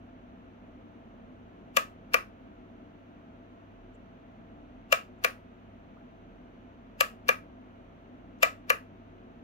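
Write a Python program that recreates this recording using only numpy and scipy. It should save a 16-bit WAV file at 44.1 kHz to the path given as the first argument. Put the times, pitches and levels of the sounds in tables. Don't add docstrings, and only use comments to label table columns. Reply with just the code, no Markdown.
import sys
import numpy as np
from scipy import signal
from scipy.fft import rfft, irfft, next_fast_len
from scipy.io import wavfile
from scipy.ndimage import uniform_filter1d

SR = 44100
rng = np.random.default_rng(int(sys.argv[2]) if len(sys.argv) > 2 else 0)


def convert_level_to_amplitude(level_db):
    exponent = np.asarray(level_db, float) / 20
    return 10 ** exponent


def persist_wave(psi):
    counts = np.round(np.clip(psi, -1, 1) * 32767).astype(np.int16)
    wavfile.write(sys.argv[1], SR, np.atleast_2d(counts).T)


N = 415863

FLIP_SAMPLES, BLOW_AT_MS = 16384, 50
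THUMP_HZ = 750

# start_s, blow_db, metal_tick_db, back_panel_ring_db (set by the grip),
# bounce_pace (1 = usual)
OUT_FLIPS = [
    (1.770, 4.5, 2.5, 2.5, .9),
    (4.926, 6.5, 0, 1, 1.08),
    (7.0087, 5, 1, 1, .9),
    (8.431, 7.5, -1.5, 0, 1.15),
]
BACK_FLIPS = [
    (2.143, 5.33, 0, 0, 1.06),
    (5.2465, 4, 1.5, -4, 1.1),
    (7.290, 5.6, -1.4, 1, .95),
    (8.702, 5.3, -1.5, -1, 0.9),
]


def switch():
    out_throw = dict(release_ms=-3.5, release_db=-5, chatter_ms=-7, chatter_db=-26.5, blow_tick_db=-3)
    back_throw = dict(release_ms=-7, release_db=-10, chatter_ms=-6.5, chatter_db=-18, blow_tick_db=-4.5)
    out = np.zeros((2, N))
    for flips, throw, column in ((OUT_FLIPS, out_throw, 2), (BACK_FLIPS, back_throw, 3)):
        for start_s, *how in flips:
            sound = flip(throw, column, *how)
            add(out, sound, start_s - BLOW_AT_MS / 1000)
            add(out, room(sound), start_s)
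    return out


def flip(throw, column, blow_db, tick_db, panel_db, pace):
    ms = np.arange(FLIP_SAMPLES) / SR * 1000 - BLOW_AT_MS
    rattle = convert_level_to_amplitude(-32) * np.exp(np.minimum(ms + 3, 0) / 7.5) * (ms < -3)
    push = convert_level_to_amplitude(-13.0) * rattle * rng.standard_normal(len(ms))
    lever = np.zeros(len(ms))
    lever_hz, lever_ms, tick_ms, tick_rise_ms = 2772, 1.0, 0.8, 0.045
    for at_ms, push_db, click_db, ring_db in contacts(**throw):
        since = np.maximum(ms - at_ms * pace - 0.071 * rng.standard_normal(), 0)
        push[np.argmax(since > 0)] += convert_level_to_amplitude(push_db)
        rattle = rattle + convert_level_to_amplitude(click_db) * (1 - np.exp(-since / tick_rise_ms)) * np.exp(-since / tick_ms)
        swing = np.sin(2 * np.pi * lever_hz * since / 1000)
        lever = lever + convert_level_to_amplitude(ring_db) * since * np.exp(-since / lever_ms) * swing

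    case = signal.fftconvolve(case_ring(column, blow_db, panel_db), push[None], axes=1)[:, :len(ms)]
    case = convert_level_to_amplitude(-14.5) * np.array([case[0], delay(case[1], ms=0.3)])
    metal = lever + metal_tick(rattle, tick_db)
    metal = np.array([metal[0], convert_level_to_amplitude(-3.5) * delay(metal[1], ms=0.15)])
    small_body = signal.butter(4, 350, "high", fs=SR, output="sos")
    return convert_level_to_amplitude(blow_db) * signal.sosfilt(small_body, case + metal)


def contacts(release_ms, release_db, chatter_ms, chatter_db, blow_tick_db):
    blow_ms, bounce_ms, chatter_gap_ms = -1.7, 1.3, 1.8
    chatter = [(chatter_ms + k * chatter_gap_ms, -29, chatter_db, -25) for k in range(2)]
    release = (release_ms, -27, release_db, -28)
    blow = (blow_ms, 0, blow_tick_db, -26)
    bounces = [(blow_ms + (k + 1) * bounce_ms, -15.5, -3 - 0.5 * k, -28) for k in range(3)]
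    return chatter + [release, blow] + bounces


# pitch_hz, t60_s, out_level_db, back_level_db, right_minus_left_db
CASE_MODES = [(504, 0.032, -3.5, 5, -12), (547, 0.024, 6.5, -6.5, -13), (656, 0.06, -9.5, -10, -6),
              (753, 0.029, -15.5, -20.5, -2.5), (923, 0.023, -21.5, -9.5, -6.5),
              (1172, 0.055, -3, -1, -4.5), (1286, 0.2, -15.5, -15, -3.5), (1310, 0.033, -11.5, -19.5, 8.5),
              (1470, 0.028, -13, -7, 2), (1670, 0.04, -5, -2, -5.5), (1868, 0.024, -6, -6.5, -3),
              (2004, 0.05, -10.5, -8.5, -1.5), (2274, 0.021, -10.5, -5, -12),
              (2375, 0.064, -7.5, -6.5, -1.5), (2434.5, 0.086, -26, -19, 1.5), (2546, 0.03, -7.5, -9, -9.5),
              (2750, 0.03, -4.5, -6.5, -8), (2900, 0.027, -13.5, -24.5, -2), (3057, 0.025, -12, -11.5, -10),
              (3530, 0.024, -11.5, -16, -15.5), (4700, 0.012, -19.5, -34, 5),
              (4670, .016, -21, -28.5, -20.5), (7380, 0.015, -11, -31, -10.5)]


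def case_ring(column, blow_db, panel_db):
    modes = np.array(CASE_MODES, float)
    hz, t60, gain_db, right_db = modes[:, 0], modes[:, 1], modes[:, column], modes[:, 4]
    rock_db = 0.36 * (blow_db - 5.5)
    grip_db = panel_db * (hz < 1300)
    gain_db = gain_db + np.where(hz < THUMP_HZ, rock_db, grip_db) + 0.73 * rng.standard_normal(len(hz))

    s = np.arange(FLIP_SAMPLES)[:, None] / SR
    alternate_sign = (-1) ** np.arange(len(hz))
    rings = np.sin(2 * np.pi * hz * s) * convert_level_to_amplitude(-60 * s / t60) * alternate_sign
    rings = rings * (1 - np.exp(-hz * s / 2.1))
    far_side = np.where(hz < THUMP_HZ, -1, 1)
    return np.array([rings @ convert_level_to_amplitude(gain_db), rings @ (far_side * convert_level_to_amplitude(gain_db + right_db))])


# pitch_hz, density_db (dB per Hz)
TICK_COLOUR = [(1500, -18), (3000, 0.5), (5000, 1.5), (6500, -1.5), (7900, -10), (10500, -4.5),
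               (12500, -2.5), (14000, -8), (15500, -2.5), (15900, -11), (16600, -25)]


def metal_tick(rattle, tick_db):
    alike = 0.4
    left, other = rng.standard_normal((2, len(rattle)))
    grain = np.array([left, alike * left + np.sqrt(1 - alike ** 2) * other])
    colour = convert_level_to_amplitude(curve(TICK_COLOUR, np.fft.rfftfreq(len(rattle), 1 / SR), column=1))
    return convert_level_to_amplitude(-16 + tick_db) * irfft(rfft(rattle * grain) * colour)


# pitch_hz, level_db
ROOM_BANDS = [
    (400, -18.5),
    (1000, -13.5),
    (2200, -16),
    (5000, -16.5),
    (10000, -16.5),
    (16000, -19),
]


def room(x):
    size = x.shape[1]
    noise = far_noise(size, [(20, 0), (20000, 0)])
    hz, s = np.fft.rfftfreq(size, 1 / SR), np.arange(size) / SR
    power = np.sum(np.abs(rfft(x)) ** 2, axis=0)
    body, treble = (np.abs(uniform_filter1d(power, int(blur_hz / hz[1]))) for blur_hz in (190, 1500))
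    colour = np.sqrt(np.where(hz < 3800, body, treble))
    centres = np.log(np.array(ROOM_BANDS)[:, 0])
    tail = 0
    for k, (_, db) in enumerate(ROOM_BANDS):
        t60_s = 0.22 - k * 0.004
        share = np.interp(np.log(hz + 1), centres, np.arange(len(ROOM_BANDS)) == k)
        band = irfft(rfft(noise) * colour * share * (hz < 15800))
        tail = tail + band * convert_level_to_amplitude(db - 60 * s / t60_s)
    rise_ms = 0.95
    return tail * (1 - np.exp(-(s * 1000 / rise_ms) ** 2)) * convert_level_to_amplitude(-24.5)


# start_s, level_db, pitch_hz, length_ms
BRUSHES = [
    (3.950, -79, 7660, 8),
    (5.19, -82, 7500, 4),
    (5.973, -59, 1230, 4.8),
    (8.389, -74, 6600, 1.5),
]


def fingers():
    peak_ms = 23
    out, ms = np.zeros((2, N)), np.arange(2048) / SR * 1000 - peak_ms
    for start_s, db, hz, length_ms in BRUSHES:
        band = signal.butter(2, [0.83 * hz, 1.03 * hz], "band", fs=SR, output="sos")
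        puff = level(signal.sosfilt(band, rng.standard_normal((2, len(ms)))), db)
        add(out, puff * np.exp(-0.5 * (ms / length_ms) ** 2), start_s - peak_ms / 1000)
    return out


# pitch_hz, density_db (dB per Hz)
FAN_COLOUR = [(22, -49.5), (33, -16), (46, -10), (60, -7.5), (75, -8), (90, -17), (124, -15), (157, -9.5),
              (215, -4.5), (252, -0.5), (280, -8.5), (419, -14.5), (673, -14), (1100, -23.5)]
# pitch_hz, density_db (dB per Hz)
HISS_COLOUR = [(530, -32), (900, -5), (1310, 0.5), (1900, -7.5), (2870, -10.5), (4000, -21), (5300, -34),
               (5950, -25.5), (6900, -34), (7500, -38.5), (9300, -48.5), (11800, -41), (14500, -40),
               (15600, -39), (15850, -79.5)]
# pitch_hz, level_db (rms), wobble_db, wobble_rate_hz, left_minus_right_db
HUM_LINES = [
    (38.5, -61.5, 2.5, 7.2, -1.5),
    (100, -61, 1.77, 13, 0.5),
    (251.8, -65, 1.5, 20, -1),
    (293.4, -64, 4.5, 6.2, 4.5),
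    (364, -68, 3, 12, 6),
    (455, -72.5, 3, 10, 4.5),
    (657, -68.5, 1.7, 5, -1.5),
    (675, -66, 0.5, 2, -3.5),
    (684, -76, 2, 3.6, 1),
]


def fan():
    rumble = level(far_noise(N, list(FAN_COLOUR) + [(1500, -68.5)])[:, :N], -52.5)
    hiss = level(far_noise(N, HISS_COLOUR)[:, :N], -63.5)
    out = rumble * convert_level_to_amplitude(0.45 * walk(3)) + hiss
    s = np.arange(N) / SR - np.array([[0], [FAR_LAG_MS / 1000]])
    for hz, db, wobble_db, rate_hz, pan_db in HUM_LINES:
        phase = 2 * np.pi * hz * s + 0.067 * wobble_db * walk(rate_hz) + rng.uniform(0, 2 * np.pi)
        sides_db = np.array([[pan_db], [-pan_db]]) / 2
        out = out + level(np.sin(phase) * convert_level_to_amplitude(wobble_db * walk(rate_hz) + sides_db), db)
    return out


FAR_LAG_MS = 0.39
# pitch_hz, correlation (0-1)
LIKENESS_CURVE = [
    (30, .96),
    (215, .94),
    (300, .68),
    (450, .35),
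    (750, .68),
    (1500, .42),
    (2200, .22),
    (4500, .08),
]


def far_noise(size, table):
    size = next_fast_len(size)
    hz = np.fft.rfftfreq(size, 1 / SR)
    left, other = rfft(rng.standard_normal((2, size))) * convert_level_to_amplitude(curve(table, hz, column=1))
    alike = np.clip(curve(LIKENESS_CURVE, hz, column=1), 0, 1)
    lag = np.exp(-2j * np.pi * hz * FAR_LAG_MS / 1000)
    right = alike * left * lag + np.sqrt(1 - alike ** 2) * other
    return irfft(np.array([left, right]), size)


def walk(rate_hz):
    k = int(SR / rate_hz)
    steps = np.repeat(rng.standard_normal(N // k + 1), k)
    return level(uniform_filter1d(uniform_filter1d(steps, k), k)[:N], 0)


def curve(table, hz, column):
    rows = np.array(table, float)
    return np.interp(np.log(hz + 1), np.log(rows[:, 0]), rows[:, column])


def level(x, db):
    return x * convert_level_to_amplitude(db) / np.sqrt(np.mean(x ** 2))


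def delay(x, ms):
    hz = np.fft.rfftfreq(len(x), 1 / SR)
    return irfft(rfft(x) * np.exp(-2j * np.pi * hz * ms / 1000), len(x))


def add(out, sound, start_s):
    i = int(start_s * SR)
    out[:, i:i + sound.shape[1]] += sound


def scene():
    return switch() + fingers() + fan()


def band_limit(x):
    return signal.sosfilt(signal.butter(12, 17000, fs=SR, output="sos"), x)


def record(dry):
    low_cut = signal.butter(2, 30, "high", fs=SR, output="sos")
    top_cut = signal.ellip(10, 0.2, 80, 16650, fs=SR, output="sos")
    mix = signal.sosfilt(np.vstack([low_cut, top_cut]), dry)
    return band_limit(mix)


dry = scene()
out = record(dry)
persist_wave(out)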